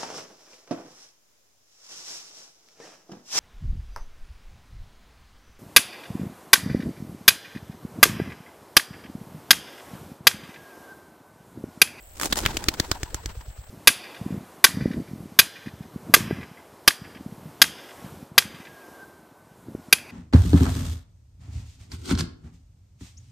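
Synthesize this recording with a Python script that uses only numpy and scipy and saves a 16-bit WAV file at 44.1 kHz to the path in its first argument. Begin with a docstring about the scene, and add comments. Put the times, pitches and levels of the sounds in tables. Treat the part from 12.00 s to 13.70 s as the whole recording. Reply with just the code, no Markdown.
"""A pigeon bursts out of long grass in an open field and flies off, about nine wingbeats a second.
Its wings thrash the stalks, then clap together at the top of each stroke. The feathers swish and
whistle through the air, and every beat pushes a soft puff of it. The claps die away first, leaving
mostly puffs. Behind the bird are crickets, a briefly ticking bush-cricket and a light breeze."""
import sys
import numpy as np
from scipy import signal
from scipy.fft import rfft, irfft
from scipy.io import wavfile
from scipy.ndimage import uniform_filter1d

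SR = 44100
rng = np.random.default_rng(int(sys.argv[2]) if len(sys.argv) > 2 else 0)


def pcm_store(signal):
    """Save signal as 16-bit PCM."""
    levels = np.round(np.clip(np.atleast_2d(signal), -1, 1) * 32767)
    wavfile.write(sys.argv[1], SR, levels.astype(np.int16).T)


N = 74970
TIME = np.arange(N) / SR
FREQS = np.maximum(np.fft.rfftfreq(N, 1 / SR), 1)

# The wingbeats. Each row: time in seconds, puff level in dB, puff width in ms, then the levels in dB of
# the rebound, the upstroke whoosh, the swish and the whistle, and last the pan (left minus right) in dB.
WINGBEATS = [(.3275, -36, 1.9, -49, -38, -54, -37.5, 3.5), (.4600, -19.5, 2.7, -57, -33.5, -33.5, -40, 0),
             (.5730, -28.5, 1.7, -57, -38.5, -40, -42.5, -1.5),
             (0.6866, -26, 3.4, -41, -44, -40, -44.5, 0.5), (0.803, -18, 1.68, -55, -48, -41.5, -45, 1),
             (.9180, -21.5, 2.2, -46, -40.5, -43, -40.5, 1.5), (1.0345, -22, 3, -41, -48.5, -46, -46.5, 2),
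             (1.148, -23, 4.1, -40, -46.5, -45, -46.5, 3.5), (1.261, -23, 4, -26, -49.5, -45, -52, 2.5),
             (1.3760, -24, 3.96, -31.5, -51, -50.5, -54, 3),
             (1.4850, -27.5, 3.46, -31.5, -54.5, -53.5, -61, 2.5),
             (1.5915, -28, 3.7, -35, -57, -54, -60, 3.5), (1.6980, -30, 4, -41, -60.5, -59, -60, 3)]
# How alike left and right are for close sounds. Each row: frequency in Hz, likeness (1 is identical).
NEAR_LIKENESS = [(60, 0.9), (300, .96), (700, 0.28), (1500, 0.23), (3000, 0.4), (5500, 0.1), (10000, 0.017)]


def from_db(db):
    """Turn decibels into a gain to multiply by."""
    return 10 ** (np.asarray(db) / 20)


def rms_one(x):
    """Scale a signal so that its average power is 1."""
    return x / np.sqrt(np.mean(x ** 2) + 1e-20)


def by_hz(points):
    """Join (Hz, value) points into a curve over all frequencies, giving each octave equal room."""
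    hz, value = np.transpose(points)
    return np.interp(np.log(FREQS), np.log(hz), value)


def level(points):
    """Join (seconds, dB) points into a gain that changes over time."""
    return from_db(np.interp(TIME, *np.transpose(points)))


def bell(x, width):
    """A smooth hump of height 1, centred where x is zero."""
    return np.exp(-.5 * (x / width) ** 2)


def band(hz, octaves):
    """A smooth hump over the frequencies around one pitch."""
    return bell(np.log2(FREQS / hz), octaves)


def panned(db):
    """Left and right gains, with the left louder by this many dB."""
    return from_db(np.array([[db], [-db]]) / 2)


def noise(gain, likeness=NEAR_LIKENESS):
    """Stereo noise with a gain for each frequency and a chosen likeness of left and right."""
    alike = np.clip(by_hz(likeness), -1, 1)
    mid, side = rfft(rng.standard_normal((2, N)))
    spectrum = np.sqrt(1 + alike) * mid + np.sqrt(1 - alike) * side * [[1], [-1]]
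    return rms_one(irfft(gain * spectrum, N))


def coloured(colour, likeness=NEAR_LIKENESS):
    """Stereo noise whose colour (its mix of low and high) follows (Hz, dB) points."""
    return noise(from_db(by_hz(colour)), likeness)


def drift(rate_hz):
    """A random wobble of typical size 1; a higher rate makes it quicker."""
    return rms_one(irfft(rfft(rng.standard_normal(N)) * bell(FREQS, rate_hz), N))


def burst(ms, hold_ms, release_ms):
    """A loudness shape that jumps up, holds, then dies away."""
    attack = bell(np.minimum(ms, 0), width=.2)
    return attack * np.exp(-np.maximum(ms - hold_ms, 0) / release_ms)


def steadied(x, envelope):
    """Give noise a loudness shape (an envelope), so that its total energy is not left to chance."""
    energy = np.sum(np.mean(x ** 2, axis=0) * envelope ** 2)
    return x * envelope * np.sqrt(np.sum(envelope ** 2) / (energy + 1e-20))


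def evened(x, gain):
    """Smooth out the chance peaks in a burst's spectrum and colour it, keeping its energy."""
    spectrum = rfft(x)
    power = np.mean(np.abs(spectrum) ** 2, axis=0)
    outline = np.sqrt(np.abs(uniform_filter1d(power, size=900)) + 1e-12)
    return rms_one(irfft(spectrum / outline * gain, N)) * np.sqrt(np.mean(x ** 2))


def breathy(hz, envelope, spread_hz):
    """An airy tone: a narrow band of noise around a moving pitch."""
    phase = 2 * np.pi * np.cumsum(hz) / SR
    tone = drift(spread_hz) * np.sin(phase) + drift(spread_hz) * np.cos(phase)
    return steadied(tone[None], envelope)


def breeze_and_insects():
    """A distant hiss of breeze, a thin chorus of crickets and one bush-cricket ticking at the start."""
    # The colour of the open field. Each row: frequency in Hz, level in dB.
    field_colour = [(100, 4), (250, -30.5), (450, -4.5), (620, 6.5), (900, -1), (1200, -6.5), (1600, -4),
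                    (3000, -6.5), (6000, -26), (8000, -54), (10000, -23), (15500, -4.5)]
    # How alike left and right are for far sounds. Each row: frequency in Hz, likeness (1 is identical).
    far_likeness = [(100, 0.47), (500, 0.57), (1500, 0.067), (8000, 0.04)]
    hiss = coloured(field_colour, far_likeness)
    chorus = noise(band(hz=7800, octaves=0.09), far_likeness)
    rasp = noise(band(hz=13700, octaves=0.13), far_likeness)
    tick_times = np.arange(0.0093, .145, step=0.016)
    ticks = sum(bell(TIME - at, width=0.00078) for at in tick_times)
    return from_db(-53.5) * hiss + from_db(-57.5) * chorus + from_db(-48) * ticks * rasp


def downwash():
    """Air pushed down by the wings buffets the microphone and swirls while the bird is close."""
    # The strength of the buffeting. Each row: time in seconds, level in dB.
    buffet_levels = [(0, -57), (.17, -48.5), (.25, -44.5), (.42, -35.5), (.55, -39), (.66, -43.5),
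                     (.8, -43), (1.2, -45), (1.7, -53.5)]
    # The deep rumble of the buffeting. Each row: frequency in Hz, level in dB.
    buffet_colour = [(18, 0), (40, 4), (80, 0.5), (150, -15.5), (300, -33.5), (600, -47), (2000, -80)]
    # The low rush of swirling air. Each row: frequency in Hz, level in dB.
    swirl_colour = [(90, -3.5), (170, -5), (330, -3.5), (500, -16), (900, -20), (3000, -59)]
    closeness = bell(TIME - 0.56, width=0.17)
    swirls = from_db(-41.5) * closeness * coloured(swirl_colour)
    return level(buffet_levels) * coloured(buffet_colour) + swirls


def thrashed_grass():
    """Wings and feet beat the grass into many tiny crackles, which settle once the bird is clear."""
    # How hard the grass is thrashed. Each row: time in seconds, level in dB.
    thrash_levels = [(0, -62.5), (.14, -58.5), (.17, -42.5), (.192, -46), (.222, -33), (.242, -26),
                     (.258, -22), (.272, -35), (.292, -46), (.312, -37.5), (.348, -48), (.366, -35),
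                     (.377, -24), (.40, -31.5), (.437, -43), (.47, -43.5), (.54, -46.5), (.68, -51)]
    # The colour of rustling grass. Each row: frequency in Hz, level in dB.
    grass_colour = [(100, -18.5), (330, 5.5), (480, -4), (700, -0.5), (1500, -7), (2600, -11), (5000, -7.5),
                    (7500, -6.5), (10000, -10.5), (15000, -17.5)]
    grains_per_s, grain_s, steady_hiss = 700, 0.00067, .5
    clear_at_s, settle_db_per_s = 0.95, 60
    sizes = from_db(3 * np.minimum(rng.exponential(1, N), 3))
    grains = sizes * (rng.random(N) < grains_per_s / SR)
    decay = np.exp(-1 / (grain_s * SR))
    fading_grains = signal.lfilter([1], [1, -decay], grains)
    crackle = rms_one(steady_hiss + rms_one(fading_grains))
    settling = from_db(-settle_db_per_s * np.maximum(TIME - clear_at_s, 0))
    return level(thrash_levels) * settling * crackle * coloured(grass_colour)


def snapping_stalks():
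    """Single stalks snap or are slapped, each with a very short burst of noise."""
    # The snaps. Each row: start in seconds, level in dB, pan (left minus right) in dB.
    snaps = [(0.1985, -21, 1), (0.2134, -17.5, -5), (0.233, -15.5, 2.5), (0.302, -36, 0), (.3110, -37, -4),
             (.3575, -21.5, 3), (0.3717, -21, 6.5), (0.3889, -17, 0.5), (0.4742, -30, 8),
             (0.6407, -21.5, -2), (0.7397, -25.5, 1.5)]
    # The colour of a snapping stalk. Each row: frequency in Hz, level in dB.
    snap_colour = [(150, -3), (700, -1.5), (1400, 4), (2600, -2.5), (5000, -3), (8000, -3.5), (10000, -9.5),
                   (15000, -11)]
    stalk = coloured(snap_colour)
    out = np.zeros((2, N))
    for start, db, pan_db in snaps:
        envelope = burst((TIME - start) * 1000, hold_ms=0, release_ms=1.7)
        out += from_db(db) * panned(pan_db) * steadied(stalk, envelope)
    return out


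def feathers_in_air():
    """Feathers cut the air with a fluttering swish, a low whoosh going up and a whistle coming down."""
    # The colour of the swish. Each row: frequency in Hz, level in dB.
    swish_colour = [(150, 2.5), (350, -3), (600, -1), (1000, -2), (1500, 0), (2200, -7.5), (4500, -8.5),
                    (8000, -13.5), (10000, -22), (15000, -18.5)]
    upstroke_lead_s, fastest_at_s = .02, .038  # before and after the top of the stroke
    rise_hz_per_s, sag_hz_per_s = 160, 3300  # the whoosh is higher with each beat, and falls within it
    swish_envelope, tones = np.zeros((2, 2, N))
    for at, _, _, _, whoosh_db, swish_db, whistle_db, pan_db in WINGBEATS:
        t = TIME - at
        upstroke = bell(t + upstroke_lead_s, width=0.01)
        downstroke = bell(t - fastest_at_s, width=0.022)
        swish_envelope += panned(pan_db) * from_db(swish_db) * (downstroke + from_db(-2) * upstroke)
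        whoosh_hz = 248.6 + rise_hz_per_s * at - sag_hz_per_s * (t + upstroke_lead_s)
        whoosh = breathy(whoosh_hz, upstroke, spread_hz=120)
        wing_speed = bell(t - fastest_at_s, width=.055)
        whistle_hz = 914 * wing_speed
        swell = bell(t - 0.044, width=0.011)
        whistle = breathy(whistle_hz, swell, spread_hz=115)
        whistle += from_db(-14) * breathy(1.9 * whistle_hz, swell, spread_hz=180)
        tones += panned(pan_db) * (from_db(whoosh_db) * whoosh + from_db(whistle_db) * whistle)
    flutter = rms_one(from_db(3.5 * drift(rate_hz=44)))
    return swish_envelope * flutter * coloured(swish_colour) + tones


def wing_tip_brushes():
    """The wing tips brush faintly at the top of every stroke."""
    swells = sum(bell(TIME - at, width=0.013) for at, *_ in WINGBEATS)
    return from_db(-57) * swells * noise(band(hz=4560, octaves=0.72))


def wing_claps():
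    """The wings meet: a sharp crack, a crush of feathers, a hollow thump and scatter off the grass."""
    # The claps. Each row: start in seconds, feather level in dB, hold in ms, bright pitch in Hz,
    # knock pitch in Hz, knock boost in dB, crack level in dB, crack delay in ms, thump level in dB,
    # pan (left minus right) in dB.
    claps = [(0.3256, -16, 3.9, 3880, 1400, 6, -1, 1.91, -20.5, -2),
             (0.4519, -24, 3.3, 3060, 1500, 7.5, -20, 0.59, -26, -1),
             (.4614, -11.5, 1.05, 2600, 1340, 5, -5, 0.435, -31, 1),
             (.5693, -22.5, 3.9, 5740, 2700, 14.5, -6.5, 0.308, -21, 1),
             (0.6849, -13.5, 3.84, 4540, 2430, 9, -3, 0.89, -12, 0.5),
             (0.7991, -15, 1.9, 4740, 1930, 2.5, -2.5, 0.16, -15, 1),
             (0.915, -13.5, 0.73, 4700, 1210, 9.5, 1, 0.17, -19.5, -1),
             (1.0321, -25.5, 1.4, 5560, 2060, 6, -8.5, 0.13, -23.5, 1),
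             (1.1448, -20.5, 0.5, 6940, 1220, 7.5, -17, 0.62, -25, 0),
             (1.259, -27, 0.9, 5900, 1900, 8, -10, 0.13, -29, 0.5)]
    # The colour of crushed feathers. Each row: frequency in Hz, level in dB.
    crush_colour = [(200, 1.5), (450, -7.5), (750, -5), (1100, -5), (1900, -0.5), (2600, -10.5), (3500, -4),
                    (6000, -8.5), (7700, -4.5), (9500, -13), (15000, -11)]
    thump_hz, thump_ms, crack_ms = 310, 3.15, 0.06
    dull_hz, dull_db_per_octave = 3230, 4  # claps pitched below this lose treble
    treble_loss_db = dull_db_per_octave * np.clip(np.log2(FREQS / dull_hz), 0, 1)
    out = np.zeros((2, N))
    for start, db, hold_ms, bright_hz, knock_hz, knock_db, crack_db, delay_ms, thump_db, pan_db in claps:
        t = TIME - start
        ms = t * 1000
        resonances_db = 9 * band(bright_hz, octaves=0.36) + knock_db * band(knock_hz, octaves=0.22)
        colour_db = by_hz(crush_colour) + resonances_db - (bright_hz < dull_hz) * treble_loss_db
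        crush = burst(ms, hold_ms, release_ms=1.56)
        scatter = from_db(-15.5) * burst(ms, hold_ms, release_ms=8.1)
        feathers = evened(steadied(noise(1), crush + scatter), from_db(colour_db))
        edge = (ms - delay_ms) / crack_ms
        crack = (edge - 0.33) * bell(edge, 0.67)  # one lopsided swing of pressure
        thump = np.sin(2 * np.pi * thump_hz * t) * (ms > 0) * np.exp(-np.maximum(ms, 0) / thump_ms)
        clap = from_db(db) * feathers + from_db(crack_db) * crack + from_db(thump_db) * thump
        out += panned(pan_db) * clap
    return out


def air_puffs():
    """Each beat sucks, pushes and sucks the air, then rebounds more softly as the wings sweep down."""
    rebound_delay_s, rebound_ms, low_cut_hz = 0.0194, 4.2, 35
    push_width, suction_width = 0.64, 2.06  # as multiples of the puff's width
    out = np.zeros(N)
    for at, puff_db, puff_ms, rebound_db, *_ in WINGBEATS:
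        puff, rebound = (at, puff_db, puff_ms), (at + rebound_delay_s, rebound_db, rebound_ms)
        for centre, db, width_ms in (puff, rebound):
            offset = (TIME - centre) * 1000 / width_ms
            push = bell(offset, push_width) / push_width
            suction = bell(offset, suction_width) / 2
            out += from_db(db) * (push - suction)
    return signal.sosfilt(signal.butter(1, low_cut_hz, "high", fs=SR, output="sos"), out)


def scene():
    """The field, the moving air, the grass and the wings, added together."""
    grass = thrashed_grass() + snapping_stalks()
    wings = feathers_in_air() + wing_tip_brushes() + wing_claps() + air_puffs()
    return breeze_and_insects() + downwash() + grass + wings


def record(dry):
    """Clip any peaks that come near full scale, then cut the very highest treble."""
    cutoff_hz = 15900
    low_pass = signal.ellip(10, .1, 80, cutoff_hz, fs=SR, output="sos")
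    return signal.sosfilt(low_pass, np.clip(dry, -.85, .85))


dry = scene()
out = record(dry)
pcm_store(out)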